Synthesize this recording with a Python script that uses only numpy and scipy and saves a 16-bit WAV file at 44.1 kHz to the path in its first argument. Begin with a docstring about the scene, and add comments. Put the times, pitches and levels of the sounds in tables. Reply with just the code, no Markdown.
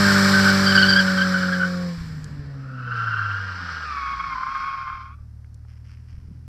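"""Tyres screech and hiss over a loaded four-cylinder engine as a turbocharged car pulls away on a country road.
The throttle shuts: the exhaust thumps and burbles, the revs sink to idle and grit ticks on the road,
while the skidding tyres squeal and step down in pitch until the car stands, far off, and wind bumps softly.
Engine orders and a gear whine are sines locked to the firing rate; tyre notes are jittered tones in narrow noise;
rubber, rumble, gravel and open air are coloured noise, and distance lowers the car as it leaves."""
import sys
import numpy as np
from scipy import signal
from scipy.fft import rfft, irfft, next_fast_len
from scipy.io import wavfile

SR = 44100
rng = np.random.default_rng(int(sys.argv[2]) if len(sys.argv) > 2 else 0)


def digitize_waveform(pressure):
    """Quantize a signal to 16-bit integers and store it at the path in sys.argv[1].

    Rows of a 2-D input are taken as channels; values are limited to [-1, 1].
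    """
    field = np.atleast_2d(pressure).T
    bounded = np.clip(field, -1, 1)
    quanta = np.round(bounded * 32767).astype(np.int16)
    wavfile.write(sys.argv[1], SR, quanta)


N = 285754

# the drive [s]: throttle eases, throttle shuts, wheels stop spinning, idle takes over, car stands
EASE_S, LIFT_S, GRIP_S, IDLE_S, STOP_S = 0.96, 1.92, 2.42, 4.85, 5.15
START_M, TOP_SPEED_M_PER_S = 3.9, 7.35

# engine speed: (time [s], firing rate [firings per s])
FIRING_RATE = [(0.0, 200), (0.16, 196.7), (0.85, 193), (1.04, 189), (1.84, 177.7), (2.18, 152.4),
               (2.65, 133.5), (3.21, 105.4), (3.61, 89.4), (4.06, 63), (4.75, 39), (5.03, 37), (5.54, 37.4),
               (6.48, 40.4)]


def from_db(db):
    """Decibels to gain."""
    return 10 ** (np.asarray(db) / 20)


def rms_one(x):
    """Scale to unit rms."""
    return x / np.sqrt(np.mean(np.abs(x) ** 2) + 1e-20)


def in_time(rows):
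    """Each column of a curve, sample by sample."""
    s, *columns = np.transpose(rows)
    return [np.interp(np.arange(N) / SR, s, c) for c in columns]


def during(rows):
    """One while a curve lasts, with 50 ms fades outside it."""
    first_s, last_s = rows[0][0], rows[-1][0]
    return np.interp(np.arange(N) / SR, [first_s - .05, first_s, last_s, last_s + .05], [0, 1, 1, 0])


def after(s, over_s):
    """Rises from 0 to 1 in a straight line centred on a moment."""
    return np.clip((np.arange(N) / SR - s) / over_s + .5, 0, 1)


def swells(rows, attack_s, release_s):
    """Gain of events (start, length, level, ...): each rises, holds and dies away."""
    t = np.arange(N) / SR
    gain = np.zeros(N)
    for s, length, db, *_ in rows:
        release = np.exp(-np.maximum(t - s - length, 0) / release_s)
        gain += from_db(db) * after(s, attack_s) * release
    return gain


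def at_hz(points, hz):
    """Read a spectrum on a log-frequency axis."""
    f, value = np.transpose(points)
    return np.interp(np.log(hz + 1e-3), np.log(f), value)


def turning(hz):
    """Phase of something that repeats hz times a second."""
    return 2 * np.pi * np.cumsum(hz) / SR


def drift(rate):
    """Smooth random wander of rms 1: noise low-passed around rate [Hz]."""
    # made at an eighth of the sample rate, then interpolated
    size = next_fast_len(N // 8 + 2)
    hz = np.fft.rfftfreq(size, 8 / SR)
    slow = irfft(rfft(rng.standard_normal(size)) / (1 + (hz / rate) ** 2), size)
    return np.interp(np.arange(N) / 8, np.arange(size), rms_one(slow))


def coloured(x, spectrum):
    """Give a signal a colour that falls steeply past its ends; rms 1."""
    hz = np.fft.rfftfreq(N, 1 / SR)
    low_hz, high_hz = spectrum[0][0], spectrum[-1][0]
    ends = 1 / (1 + (hz / high_hz) ** 8) * (1 - 1 / (1 + (hz / low_hz) ** 8))
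    return rms_one(irfft(rfft(x) * ends * from_db(at_hz(spectrum, hz)), N))


def noise(spectrum):
    """Coloured stereo noise whose two sides differ only in the treble; rms 1."""
    # left-right likeness: (frequency [Hz], correlation [share])
    likeness = [(3000, 1.0), (5000, .95), (8000, .72), (12000, .6)]
    alike = np.clip(at_hz(likeness, np.fft.rfftfreq(N, 1 / SR)), 0, 1)
    mid, side = rfft(rng.standard_normal((2, N)))
    stereo = np.sqrt(1 + alike) * mid + np.sqrt(1 - alike) * side * [[1], [-1]]
    return coloured(irfft(stereo, N), spectrum)


def narrow_noise(centre_hz, width_hz):
    """Noise in a narrow band around a moving pitch, from two drifting quadrature carriers; rms near 1."""
    centre = turning(centre_hz)
    return drift(width_hz) * np.cos(centre) + drift(width_hz) * np.sin(centre)


def band(x, low_hz, high_hz):
    """Second-order band-pass."""
    edges_hz = [low_hz, min(high_hz, SR / 2 - 100)]
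    return signal.sosfilt(signal.butter(2, edges_hz, "band", fs=SR, output="sos"), x)


def speed():
    """Share of top speed: the car gains until the throttle shuts, then slows to a stand."""
    return np.interp(np.arange(N) / SR, [0, LIFT_S, STOP_S], [0, 1, 0])


def nearness():
    """Gain that falls with the distance driven."""
    return START_M / (START_M + TOP_SPEED_M_PER_S * np.cumsum(speed()) / SR)


def load():
    """One while the throttle is open."""
    return 1 - after(LIFT_S, .12)


def exhaust_and_gears(shake=0.06, weaker_shake=0.14, low_eased_db=-6, high_eased_db_per_octave=-1.5,
                      half_order_db=-9, order_fall_db_per_octave=8, overrun_shake=0.47, overrun_lag_s=0.3,
                      idle_quieter=0.38, ease_over_s=0.068, idle_over_s=0.54):
    """Firing harmonics, with weaker orders between and above them, mostly from unequal cylinders, and a gear whine."""
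    # firing harmonics 1 to 3, rms at the starting distance:
    # (full throttle [dB], eased throttle [dB], idling [dB])
    harmonics = [(-18, -17.5, -40), (-33, -42, -28), (-32, -30, -29.5)]
    # weaker orders under load, mostly from unequal cylinders; gear whine near 6.25 times the firing rate:
    # (multiple of the firing rate, full-throttle level against the firing tone [dB])
    weaker_orders = [(.25, -41), (0.504, -9.5), (0.753, -17.5), (1.25, -26.5), (1.502, -20.5), (2.25, -28),
                     (2.5, -31), (2.75, -23.5), (4.001, -25), (4.499, -31.5), (5, -40), (6.247, -18.5)]
    # throttle-shut firing tone at the starting distance, booming as it passes the pipe's resonance:
    # (firing rate [Hz], rms level [dB])
    boom = [(38, -38), (62, -26.5), (85, -25), (102, -17), (118, -18.5), (142, -24), (170, -23)]
    # throttle-shut silencer resonances, before order fall and distance: (frequency [Hz], order level [dB rms])
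    silencer = [(35, -42), (70, -35), (130, -37.5), (170, -25.5), (218, -38), (265, -25.5), (330, -45.5),
                (410, -39.5), (475, -23.5), (560, -31.5), (650, -35.5)]

    firing_hz, = in_time(FIRING_RATE)
    loaded, eased, idling = load(), after(EASE_S, ease_over_s), after(IDLE_S, idle_over_s)
    crank = turning(firing_hz)

    boom_gain = (1 - loaded) * (1 - idling) * from_db(at_hz(boom, firing_hz))
    out = boom_gain * (1 + shake * drift(25)) * np.sin(crank)

    for k, (full_db, eased_db, idle_db) in enumerate(harmonics, 1):
        gain = loaded * from_db(full_db + eased * (eased_db - full_db)) + idling * from_db(idle_db)
        out += gain * (1 + shake * drift(42)) * np.sin(k * crank)

    for multiple, level_db in weaker_orders:
        ease_db = low_eased_db if multiple < 1 else high_eased_db_per_octave * np.log2(multiple)
        gain = loaded * from_db(harmonics[0][0] + level_db + eased * ease_db)
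        phase = rng.uniform(0, 2 * np.pi)
        out += gain * (1 + weaker_shake * drift(45)) * np.sin(multiple * crank + phase)

    # off the throttle, whole and half orders slide down through the silencer's resonances
    overrun = after(LIFT_S + overrun_lag_s, 2 * overrun_lag_s) * (1 - idle_quieter * idling)
    for multiple in np.setdiff1d(np.arange(1, 13) / 2, [1]):
        level_db = at_hz(silencer, multiple * firing_hz)
        level_db = level_db - order_fall_db_per_octave * np.log2(max(multiple, 1))
        if multiple % 1:
            level_db = level_db + half_order_db
        phase = rng.uniform(0, 2 * np.pi)
        order = (1 + overrun_shake * drift(21)) * np.sin(multiple * crank + phase)
        out += overrun * from_db(level_db) * order
    return np.sqrt(2) * nearness() * out


def rumble(attack_s=0.087, release_s=0.17, load_db=-45, steady_db=-53.5):
    """Low coloured noise: stronger under load, over a steady bed with a few swells."""
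    # relative colour: (frequency [Hz], level [dB per Hz])
    rumble_colour = [(20, -17.5), (45, -0.5), (90, 2.5), (160, -2), (215, -10), (260, -8), (340, -22),
                     (600, -34.5)]
    # (start [s], length [s], level [dB])
    rumble_swells = [(1.98, 0.39, -37.5), (2.5, .6, -57), (4.05, 0.54, -51.5), (6.15, 0.35, -49.5)]
    loaded = from_db(load_db) * load() * nearness()
    moving = np.hypot(loaded, swells(rumble_swells, attack_s, release_s))
    return np.hypot(moving, from_db(steady_db)) * noise(rumble_colour)


def turbo(jitter=0.005):
    """A thin jittering sine, the whistle that winds down when the throttle shuts."""
    # (time [s], pitch [Hz], rms level [dB])
    whistle = [(0, 7400, -60), (1.3, 7130, -68), (1.7, 6966, -62.5), (1.95, 7200, -71), (2.3, 6560, -77)]
    hz, level_db = in_time(whistle)
    tone = np.sqrt(2) * np.sin(turning(hz * (1 + jitter * drift(150))))
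    return during(whistle) * from_db(level_db) * tone


def tyre_tone(pitch_hz, jitter, second_db, third_db, flutter_db, jitter_rate=130, flutter_rate=150,
              hoarse=0.63, hoarse_width_hz=90):
    """Tread blocks stick and slip at an unsteady rate; they let go out of step, which smears the overtones."""
    slip = turning(pitch_hz * (1 + jitter * drift(jitter_rate)))
    wave = np.sin(slip)
    for k, level_db in ((2, second_db), (3, third_db)):
        smear = rms_one(1 + hoarse * (drift(hoarse_width_hz) + 1j * drift(hoarse_width_hz)))
        wave += from_db(level_db) * np.imag(smear * np.exp(1j * k * slip))
    flutter = rms_one(from_db(flutter_db * np.minimum(drift(flutter_rate), 1.5)))
    return np.sqrt(2) * wave * flutter


def two_tyres(pitch_hz, jitter, other_db, chatter_db, second_db, third_db, flutter_db, surge_db,
              second_ratio, second_jitter, chatter_ratio, chatter_width_hz, far_dull_db):
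    """Two tyres sing at different pitches and beat; loose chatter of the tread surrounds them."""
    first = tyre_tone(pitch_hz, jitter, second_db, third_db, flutter_db)
    # the body screens the overtones of the far tyre
    other = tyre_tone(pitch_hz * second_ratio, second_jitter,
                      second_db + far_dull_db, third_db + far_dull_db, flutter_db)
    chatter = narrow_noise(pitch_hz * chatter_ratio, chatter_width_hz)
    chatter = rms_one(band(chatter, 1150, 1695))
    total = np.sqrt(1 + from_db(2 * other_db) + from_db(2 * chatter_db))
    mix = (first + from_db(other_db) * other + from_db(chatter_db) * chatter) / total
    # the rubber catches and lets go on patches of the road, a few dozen times a second
    patches = rms_one(band(drift(54), 14, 46))
    return from_db(surge_db * patches) * mix


def screech(pitch_hz=1524, level_db=-23, end_s=1.73, fade_s=0.37):
    """The hoarse, nearly toneless voice of the spinning tyres: chatter outweighs the tones."""
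    voice = two_tyres(np.full(N, pitch_hz), jitter=.05, other_db=-3.5, chatter_db=8.5,
                      second_db=-25.5, third_db=-33, flutter_db=4.5, surge_db=2.0,
                      second_ratio=.92, second_jitter=.045, chatter_ratio=1.0,
                      chatter_width_hz=280, far_dull_db=-3)
    return nearness() * (1 - after(end_s, fade_s)) * from_db(level_db) * voice


def wheel_throb(firings_per_wheel_turn=10):
    """A spinning tyre presses unevenly on the road, once, twice and three times a turn."""
    wheel = turning(in_time(FIRING_RATE)[0] / firings_per_wheel_turn)
    return load() * (2.0 * np.sin(wheel) + np.sin(2 * wheel) + 0.3 * np.cos(3 * wheel))


def scrub(throb_db=-0.24, patchy_db=0.6):
    """Rubber roars and hisses on the road as it spins, rolls and finally slides, each band fading its own way."""
    # relative colours of the three bands: (frequency [Hz], level [dB per Hz])
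    roar = [(300, -12.5), (600, -14), (850, -8), (1050, -2), (1500, 0.5), (1820, 2), (2020, -7.5),
            (2280, -10), (2600, -11.5), (3600, -18)]
    hiss = [(1800, -14.5), (2300, 3.5), (2580, -21.5), (3050, -5), (3370, -6), (3700, -5), (4300, 1.5),
            (5200, 2.5), (5900, -5), (6500, -19.5), (7800, -18), (9000, -32)]
    sizzle = [(6400, -4.5), (7400, 2), (8100, -1), (9400, -18), (11500, -8.5), (12900, -15.5), (13700, -10),
              (16000, -5.5)]
    # growth of roar, hiss, sizzle: (wheel slip [power], nearness [power], sliding speed [power])
    powers = [(1.1, 1.57, 0.76), (1.6, 0.99, 0.029), (0.49, 2.18, 0.47)]
    # sliding rubber, before the band offsets and speed: (time [s], level [dB])
    slide_level = [(2.75, -72), (2.97, -52.5), (3.53, -49), (3.73, -46), (4.39, -52), (4.61, -50.5),
                   (5.03, -61), (5.22, -90)]
    # roar, hiss, sizzle [dB]: spinning and rolling before slip, distance and speed; sliding against its curve
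    spin_db, roll_db, slide_db = (-24, -25, -34.5), (-40, -48, -62.5), (13, 1, -18.5)

    slip = np.maximum(1 - (np.arange(N) / SR / GRIP_S) ** 2, 0)
    near, pace = nearness(), speed()
    slide = during(slide_level) * from_db(in_time(slide_level)[0])
    out = 0
    for k, spectrum in enumerate((roar, hiss, sizzle)):
        slip_power, near_power, pace_power = powers[k]
        spinning = from_db(spin_db[k]) * slip ** slip_power * near ** near_power
        sliding = from_db(slide_db[k]) * slide * pace ** pace_power
        rolling = from_db(roll_db[k]) * near * pace
        out = out + np.hypot(spinning + sliding, rolling) * noise(spectrum)
    return out * from_db(throb_db * wheel_throb() + patchy_db * drift(40))


def open_air(level_db=-68):
    """Faint steady background of coloured noise."""
    # relative colour: (frequency [Hz], level [dB per Hz])
    air_colour = [(300, 1.5), (700, -2.5), (1600, -3.5), (2600, -14.5), (3600, -17.5), (5300, -8.5),
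                  (6600, -18), (14000, -19)]
    return from_db(level_db) * noise(air_colour)


def catches(attack_s=0.013, release_s=0.018, jitter=0.026, wander=.011, twelfth_db=12):
    """Tread catches and sings short clear squeals; in a hard catch the twelfth grows twice as fast as the octave."""
    # (start [s], length [s], level [dB], pitch [Hz], octave against the pitch [dB])
    squeals = [(0.047, 0.034, -20, 1587, -23), (0.335, 0.045, -16, 1540, -26),
               (0.452, 0.044, -18, 1520, -29), (0.661, 0.063, -22, 1566, -8),
               (0.748, 0.098, -15, 1530, -10), (0.885, 0.061, -20, 1562, -7),
               (0.96, 0.041, -15.5, 1586, -12), (1.075, .025, -23, 1537, -20),
               (1.177, 0.0473, -20, 1577, -14), (1.336, 0.024, -21, 1509, -21),
               (1.411, 0.0362, -26.5, 1506, -15), (1.517, 0.03, -23.5, 1550, -20),
               (1.595, 0.048, -21, 1517, -26)]
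    path = []
    for s, length, _, hz, db in squeals:
        path += [(s, hz, db), (s + length, hz, db)]
    pitch_hz, octave_db = in_time(path)
    voice = tyre_tone(pitch_hz * (1 + wander * drift(22)), jitter, octave_db,
                      twelfth_db + 2 * octave_db, flutter_db=3.5, hoarse=0.48, hoarse_width_hz=82)
    return swells(squeals, attack_s, release_s) * voice


def thumps(rise_s=0.0033):
    """Dull low thumps: sines whose pressure swells and dies within a cycle or two."""
    # exhaust puffs as the throttle shuts, a few stragglers, then wind bumps at the end:
    # (time [s], envelope peak [dB], pitch [Hz])
    low_thumps = [(1.979, -25, 86), (2.009, -23, 76), (2.125, -29, 97.2), (2.155, -42, 70),
                  (2.232, -36, 80), (2.319, -37, 75.1), (2.393, -26.5, 84.7), (4.94, -35.5, 59.38),
                  (5.208, -34.5, 59.7), (6.14, -32, 45.14), (6.179, -33, 49.8), (6.285, -32.5, 131.1),
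                  (6.312, -30.5, 164)]
    out = np.zeros(N)
    for s, peak_db, hz in low_thumps:
        age = np.maximum(np.arange(N) / SR - s, 0)
        envelope = age / rise_s * np.exp(1 - age / rise_s)
        out += from_db(peak_db) * envelope * np.sin(2 * np.pi * hz * age)
    return out


def grit(tick_s=0.0014, grains_per_s=900, ticks_db=-2.0):
    """Single stones tick as short noise bursts; fine crunches are showers of random grains."""
    # sharp ticks: (time [s], peak before the common trim [dB], pitch [Hz])
    stones = [(2.243, -29.5, 6860), (4.58, -43, 7540), (5.445, -45.5, 1992), (5.544, -45, 6980),
              (5.65, -48.5, 1300), (5.691, -50.5, 2282), (5.71, -54, 2600), (5.895, -48.5, 2205),
              (5.972, -46.5, 2015), (5.988, -55, 1722), (6.108, -51.5, 5470)]
    # (start [s], length [s], level [dB])
    crunches = [(5.68, .04, -63), (5.85, .08, -63), (6.08, .08, -68), (5.75, .7, -73)]
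    # relative colour of the crunch: (frequency [Hz], level [dB per Hz])
    gravel = [(900, 4), (1900, 5.5), (3100, 0.5), (3700, -12), (5300, 4), (6800, -16), (12000, -19.5)]
    out, age = np.zeros(N), np.arange(SR // 20) / SR
    for s, peak_db, hz in stones:
        burst = rng.standard_normal(len(age)) * np.exp(-age / tick_s)
        tick = band(burst, hz / 1.7, hz * 1.13)
        start = round(s * SR)
        out[start:start + len(age)] += from_db(peak_db + ticks_db) * tick / np.abs(tick).max()
    grains = (rng.random(N) < grains_per_s / SR) * rng.standard_normal(N)
    return out + swells(crunches, attack_s=0.018, release_s=0.033) * coloured(grains, gravel)


def skid(trim_db=0.56, chatter_hz=1340, wander=.009, rasp_ratio=2.15, rasp_width_hz=230,
         unsettled_dull_db=5, unsettled_jitter=0.736, last_chirp_s=0.052, last_chirp_share=0.08):
    """The braked tyres squeal and rasp, breaking to a lower note twice as the car slows."""
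    # squeal before the common trim: (time [s], level [dB])
    squeal_level = [(2.55, -57.5), (2.95, -28), (3.25, -26), (3.6, -36), (4.13, -27.5), (4.16, -31.5),
                    (4.67, -28), (4.85, -33.5), (4.88, -30.5), (5.14, -47.5), (5.16, -64), (5.22, -68)]
    # each squeal starts off pitch and settles: (start [s], first pitch [Hz], settled pitch [Hz],
    # settling time [s], settled jitter [share], second tyre [dB], chatter [dB],
    # settled octave [dB], settled twelfth [dB], settled rasp [dB])
    skid_notes = [(2.55, 1270, 1485, 0.78, 0.01527, -2, -2, -14.5, -29, -28),
                  (3.84, 1286, 1089, .085, 0.01223, -7.5, -5.5, -9.5, -23, -20.5),
                  (4.35, 1014, 1078, 0.065, .010, -7, -5, -16, -24, -17)]
    t, notes = np.arange(N) / SR, np.array(skid_notes)
    current = np.maximum(np.searchsorted(notes[:, 0], t) - 1, 0)
    (start, first_hz, settled_hz, settle_s, jitter,
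     other_db, chatter_db, second_db, third_db, rasp_db) = notes[current].T
    unsettled = np.exp(-np.maximum(t - start, 0) / settle_s)
    # the pitch lifts as the car comes to rest
    chirp = last_chirp_share * after(STOP_S - last_chirp_s / 2, last_chirp_s)
    settling_hz = settled_hz + (first_hz - settled_hz) * unsettled
    pitch_hz = settling_hz * (1 + chirp + wander * drift(8.8))
    # until it settles a squeal has weaker overtones and more jitter
    dull_db = unsettled_dull_db * np.sqrt(unsettled)
    voice = two_tyres(pitch_hz, jitter * (1 + unsettled_jitter * unsettled), other_db, chatter_db,
                      second_db - dull_db, third_db - dull_db, flutter_db=1.7, surge_db=2.0,
                      second_ratio=1.11, second_jitter=.026, chatter_ratio=chatter_hz / pitch_hz,
                      chatter_width_hz=254, far_dull_db=-3.5)
    rasp = from_db(rasp_db - dull_db) * narrow_noise(rasp_ratio * pitch_hz, rasp_width_hz)
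    gain = during(squeal_level) * from_db(in_time(squeal_level)[0] + trim_db)
    return gain * (voice + rasp)


def scene():
    """Engine, tyres, road and wind, all straight ahead in open country."""
    engine = exhaust_and_gears() + rumble() + turbo()
    tyres = screech() + scrub() + catches() + skid()
    return engine + tyres + thumps() + grit() + open_air()


def record(dry, cutoff_hz=14300):
    """The top is cut steeply by an elliptic low-pass."""
    return signal.sosfilt(signal.ellip(12, .1, 90, cutoff_hz, fs=SR, output="sos"), dry)


dry = scene()
out = record(dry)
digitize_waveform(out)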